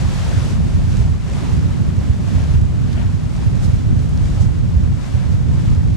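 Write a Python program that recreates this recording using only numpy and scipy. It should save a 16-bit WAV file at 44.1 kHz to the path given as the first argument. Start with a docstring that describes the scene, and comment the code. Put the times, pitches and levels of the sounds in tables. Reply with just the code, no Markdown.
"""On a shore above a rough sea, stereo microphone out in a strong wind. From the start, turbulence
buffets its two ports with a deep, uneven rumble, and big eddies thump across them, hardest about 1 s in.
Farther off, waves break and wash out throughout: churning water with bubbles, hissing foam and spray.
Nearer splashes come from left and right until about 4.5 s; near 3 s and just after 4 s,
blown drops tick faintly close to the microphone. Wind and surf carry on to the end."""
import sys
import numpy as np
from scipy import signal
from scipy.fft import rfft, irfft
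from scipy.io import wavfile
from scipy.ndimage import uniform_filter1d

SR = 44100
rng = np.random.default_rng(int(sys.argv[2]) if len(sys.argv) > 2 else 0)


def store_pcm(level_fs):
    """Save levels as 16-bit WAV."""
    pcm = np.round(np.clip(level_fs, -1, 1) * 32767).astype(np.int16)
    wavfile.write(sys.argv[1], SR, np.atleast_2d(pcm).T)


N = 262836
T = np.arange(N) / SR
HZ = np.maximum(np.arange(N // 2 + 1) * SR / N, 1)

# Levels are relative. Side is left minus right; likeness of left and right runs from 0 to 1.
# strength of the wind at the microphone: t/s, rumble level/dB, flutter level/dB
WIND_STRENGTH = [(0, -18, -21), (.23, -17.5, -28.5), (.53, -15.5, -22), (1.12, -14.5, -24.5),
                 (1.21, -19, -27), (1.42, -21, -24), (1.57, -16, -23), (2.26, -18.5, -23),
                 (2.58, -12, -25.5), (2.69, -15.5, -25), (2.93, -17, -23.5), (3.28, -18.5, -25.5),
                 (3.7, -16, -23.5), (4.2, -16.5, -26), (4.94, -15.5, -25.5), (5.07, -23, -28),
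                 (5.26, -14.5, -25), (5.95, -14.5, -25)]
# buffeting at the two ports: f/Hz, level/dB, side/dB, likeness, lead of the right port/rad
BUFFET_SPECTRUM = [(2, -60, 0, .6, -33), (22.5, -24, 14, 0.7, 0.2), (40.5, -3, -3, 0.95, 0.85),
                   (62.6, -1.5, 7.5, 0.5, 0.3), (82.5, 2, -7.5, 0.48, 1.5), (98.5, 0.5, 0, 0.26, 2.26),
                   (130.5, 1, -2, 0.74, 2.5), (167.8, -7, -3.5, 0.66, 2), (224.5, -14, -3.5, 0.6, 3),
                   (320, -23.5, -3, 0.7, 3), (445, -35.5, -3, 0.88, 1.5), (1070, -46.5, 5.5, 0.8, 3),
                   (4080, -82, 9, 0, -7)]
# the biggest eddies to hit the microphone: t/s, level/dB, f/Hz of the swing at its peak
BIG_EDDIES = [(0.055, -7.5, 86), (0.373, -8, 113), (.754, -7, 98), (.892, -6.5, 92), (1.007, -2, 87),
              (1.056, -5.5, 92), (1.119, -7, 82), (1.53, -7, 83), (1.648, -9, 101), (1.81, -7.5, 160),
              (1.981, -8.5, 98), (2.104, -3, 93), (2.354, -7.5, 97), (2.508, -7, 89), (2.559, -7, 90),
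              (2.623, -5, 102), (3.061, -6.5, 102), (3.15, -7, 117), (3.475, -3.5, 108), (3.655, -8.5, 122),
              (3.74, -4, 101), (3.871, -6, 108), (3.969, -5, 125), (4.218, -9, 94), (4.413, -2.5, 91.5),
              (4.467, -5, 104), (4.766, -4, 81), (4.837, -7, 116), (5.15, -5.5, 96), (5.349, -7, 116),
              (5.712, -6.5, 116), (5.784, -6.5, 87)]
# colour of the surf from the shore: f/Hz, level/dB, likeness, side/dB
SURF_SPECTRUM = [(151, 3.5, 0.1, -20), (333, 4, 0, 3), (450, -3.5, 0.1, 5), (540, -0.6, 0, -0.5),
                 (754, -2.6, 0.23, -1), (1020, -4.5, 0.08, 2), (1300, -7.5, 0.53, 0),
                 (1980, -10, 0.17, 0.2), (3150, -12, 0.24, 0), (6400, -14.5, 0.41, 0.7),
                 (7670, -16, 0.26, 1), (9520, -21, 0, 0), (12600, -28.5, 0, 0.5)]
# waves breaking farther off: t/s of the peak, level/dB, build-up/s, wash-out/s, extra foam/dB, side/dB
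BREAKERS = [(.3, -39, .6, 0.19, 1, 1.5), (.5, -41.5, 0.07, 0.037, 2.5, 0.5), (.74, -46.5, 0.15, .12, 1, 1),
            (.97, -44.5, 0.12, 0.1, 2, 0), (1.44, -41.5, 0.14, 0.14, 0, -0.5),
            (1.72, -46, 0.11, .2, -0.5, 0.5), (2.08, -47.5, .11, 0.083, 0.5, -3),
            (2.36, -43.5, 0.13, 0.13, 0, 1.5), (2.53, -45.5, 0.067, 0.047, -.3, 3),
            (3.01, -47, 0.2, 0.097, 0, 0), (3.42, -46.5, 0.13, 0.076, 1, 0),
            (3.66, -46, 0.079, .13, 1.5, -4), (4.03, -53.5, 0.093, 0.1, 4.5, -6),
            (4.39, -46, 0.15, 0.07, 1.7, 2), (5.1, -44.5, 0.1, 0.22, -2, 4),
            (5.67, -46, 0.15, 0.087, -0.5, 2)]
# nearer splashes: t/s, level/dB, centre f/Hz, width/octaves, rise/s, side/dB
NEAR_SPLASHES = [(.27, -35.5, 480, 0.59, .05, 8), (.35, -42, 1550, .28, .035, 3),
                 (1.44, -38.5, 930, 0.2, 0.046, -1), (2.02, -41, 776, .2, 0.019, -14),
                 (2.545, -42, 900, 1.1, 0.011, 2), (2.931, -37, 3500, 0.7, .004, 0),
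                 (2.99, -37.3, 1600, .75, .036, 20), (2.985, -36.5, 674, 0.21, 0.022, -1),
                 (3.64, -41, 5370, .7, 0.02, -5), (4.42, -42.5, 5800, 0.47, 0.024, 0)]
# drops of spray landing close by: t/s, level/dB
CLOSE_DROPS = [(2.9302, -37), (4.0228, -36), (4.093, -31)]


def wind(rumble_db=0.12, flutter_db=-0.08, split_hz=170, gust_db=1.06, gusts_per_s=18, sway_db=0.5,
         shelter_db=-4, shelter_s=0.0079):
    """Turbulence sweeps the right port, then the left: deep rumble and finer flutter in quick gusts."""
    rumble_level, flutter_level = curves(WIND_STRENGTH)
    # while a big eddy covers the ports, it takes the place of the rumble
    covered = sum(np.exp(-((T - s) / shelter_s) ** 2) for s, _, _ in BIG_EDDIES)
    rumble_level = rumble_level + shelter_db * covered
    colour_db, side_db, likeness, lead = spectra(BUFFET_SPECTRUM)
    ports = undb(colour_db) * pan(side_db) * np.array([np.exp(-1j * lead), np.ones(len(HZ))])
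    pressure = noise_pair(likeness) * ports
    lows = 1 / (1 + (HZ / split_hz) ** 8)
    rumble = steady(irfft(pressure * lows, N)) * undb(rumble_level + rumble_db)
    flutter = steady(irfft(pressure * (1 - lows), N)) * undb(flutter_level + flutter_db)
    gusts = undb(gust_db * walk(gusts_per_s))
    return (rumble + flutter) * gusts * pan(sway_db * walk(5.4))


def eddies(gain_db=0.5, rise_s=0.0097, fall_s=0.012, crossing_s=0.0025, side_db=-5.5, slowing=0.5):
    """A big eddy thumps the right port, then the left: a brief pressure swing that slows as it fades."""
    out = np.zeros((2, N))
    for (s, db, hz), phase in zip(BIG_EDDIES, rng.random(len(BIG_EDDIES))):
        near = np.abs(T - s) < .06
        t = T[near] - s - np.array([[crossing_s], [0]])
        envelope = np.exp(-(t / np.where(t < 0, rise_s, fall_s)) ** 2)
        cycles = hz * t * (1 - slowing * np.tanh(t / fall_s) / 2)
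        out[:, near] += undb(db + gain_db) * envelope * np.sin(2 * np.pi * (cycles + phase))
    return out * pan(side_db)


def surf(churn_db=4.5, wash_db=0.23, foam_db=-3.5, churn_hz=1150, foam_hz=3600, flicker_db=0.46,
         bubble_db=-13, spray_db=-16, churn_side_db=0.5, foam_side_db=-1.6):
    """Water breaking below the shore: low bubbling churn, a broad wash, foam fizzing with spray."""
    colour_db, likeness, lean_db = spectra(SURF_SPECTRUM)
    bubbles = ringing_grains(379, 2520, cycles=12.7, spread_db=1.5, glide=0.28, count=2600)
    spray = ringing_grains(5500, 11000, cycles=4, spread_db=5.5, glide=0, count=1500)
    water = noise_pair(likeness) + rfft(undb(bubble_db) * bubbles + undb(spray_db) * spray)
    water = water * undb(colour_db) * pan(lean_db)
    churn_band = 1 / (1 + (HZ / churn_hz) ** 4)
    foam_band = 1 / (1 + (foam_hz / HZ) ** 4)
    parts = [(churn_band, swell(linger=1.35) + churn_db, churn_side_db),  # churning outlasts the wash
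             (1 - churn_band - foam_band, swell() + wash_db, 0),
             (foam_band, swell(foamy=True) + foam_db, foam_side_db)]
    # all the water surges together, and each part flickers a little on each side
    out, surge = 0, walk(34)
    for band, db, side_db in parts:
        flicker = flicker_db * (surge + np.array([walk(14), walk(21.7)]))
        out = out + unit(irfft(water * band, N)) * undb(db + flicker) * pan(side_db)
    return out


def swell(linger=1, foamy=False, sea_db=-47.5, sea_side_db=2.5):
    """Left and right level/dB of the open sea plus the waves, each building up and washing out."""
    power = (undb(sea_db) * pan(sea_side_db)) ** 2
    for s, db, build_s, out_s, foam_db, side_db in BREAKERS:
        envelope = np.exp(-((T - s) / np.where(T < s, build_s, out_s * linger)) ** 2)
        power = power + envelope * (undb(db + foamy * foam_db) * pan(side_db)) ** 2
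    return 10 * np.log10(power)


def ringing_grains(lo_hz, hi_hz, cycles, spread_db, glide, count):
    """Bubbles or droplets scattered across the surf: each rings a few cycles and may rise in pitch."""
    out = np.zeros((2, N))
    for when, pitch, size, side in rng.random((count, 4)):
        hz, start = lo_hz * (hi_hz / lo_hz) ** pitch, int(when * N)
        life_s = cycles / hz
        t = T[:min(int(life_s * SR) + 2, N - start)]
        decay = np.exp(-np.log(100) * t / life_s)
        ring = np.sin(2 * np.pi * hz * t * (1 + glide * t / life_s / 2)) * decay
        gain = undb(-spread_db * np.log(1 - .99 * size))  # many faint, a few loud
        out[:, start:start + len(t)] += gain * np.sqrt([[side], [1 - side]]) * ring
    return unit(out)


def splashes(gain_db=-1, rough_db=1.0, tail_ratio=1.6):
    """Crests collapse nearer the microphone: each a quick rush of water from its own direction."""
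    out = 0
    for s, db, hz, octaves, rise_s, side_db in NEAR_SPLASHES:
        band = np.exp(-.5 * (np.log2(HZ / hz) / octaves) ** 2)
        rush = unit(irfft(noise_pair(0.2) * band, N))
        envelope = np.exp(-((T - s) / np.where(T < s, rise_s, tail_ratio * rise_s)) ** 2)
        out = out + rush * envelope * undb(db + gain_db + rough_db * walk(110)) * pan(side_db)
    return out


def drops(gain_db=-4.5, centre_hz=6500, decay_s=.0008):
    """Blown drops tick faintly close to the microphone."""
    ticks = sum(undb(db + gain_db) * (T >= s) * np.exp(-np.abs(T - s) / decay_s)
                for s, db in CLOSE_DROPS)
    band = np.exp(-np.log2(HZ / centre_hz) ** 2)
    return ticks * unit(irfft(noise_pair(.3) * band, N))


def undb(db):
    """Decibels to gain."""
    return 10 ** (np.asarray(db) / 20)


def unit(x):
    """Scale to rms 1."""
    return x / np.sqrt(np.mean(x ** 2))


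def curves(table):
    """The columns of a time table, at every sample."""
    s, *columns = np.transpose(table)
    return [np.interp(T, s, c) for c in columns]


def spectra(table):
    """The columns of a frequency table, at every frequency."""
    hz, *columns = np.transpose(table)
    return [np.interp(np.log(HZ), np.log(hz), c) for c in columns]


def pan(side_db):
    """Left and right gains of constant power."""
    gains = undb(np.array([[.5], [-.5]]) * side_db)
    return gains / np.sqrt(np.mean(gains ** 2, axis=0))


def walk(per_s):
    """Random levels, each held 1 / per_s seconds, smoothed twice; rms 1."""
    hold = max(int(SR / per_s), 1)
    steps = np.repeat(rng.standard_normal(N // hold + 1), hold)
    return unit(uniform_filter1d(uniform_filter1d(steps, hold), hold)[:N])


def noise_pair(likeness):
    """Spectra of left and right white noises that are partly the same."""
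    mid, side = rfft(rng.standard_normal((2, N)))
    likeness = np.clip(likeness, 0, .98)
    mid, side = mid * np.sqrt((1 + likeness) / 2), side * np.sqrt((1 - likeness) / 2)
    return np.array([mid + side, mid - side])


def steady(x, span_s=0.11):
    """Take the slow swells out of a stereo noise; rms near 1."""
    size = int(span_s * SR)
    power = uniform_filter1d(uniform_filter1d(np.mean(x ** 2, axis=0), size), size // 2)
    return x / np.sqrt(np.maximum(power, 1e-12))


def scene():
    """Wind right on the microphone, the sea behind it."""
    return wind() + eddies() + surf() + splashes() + drops()


def record(dry, top_hz=12400):
    """The recorder rounds the very highest peaks and cuts the top of the treble."""
    rounded = dry / (1 + dry ** 8) ** (1 / 8)
    return signal.sosfilt(signal.ellip(10, .1, 80, top_hz, fs=SR, output="sos"), rounded)


dry = scene()
out = record(dry)
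store_pcm(out)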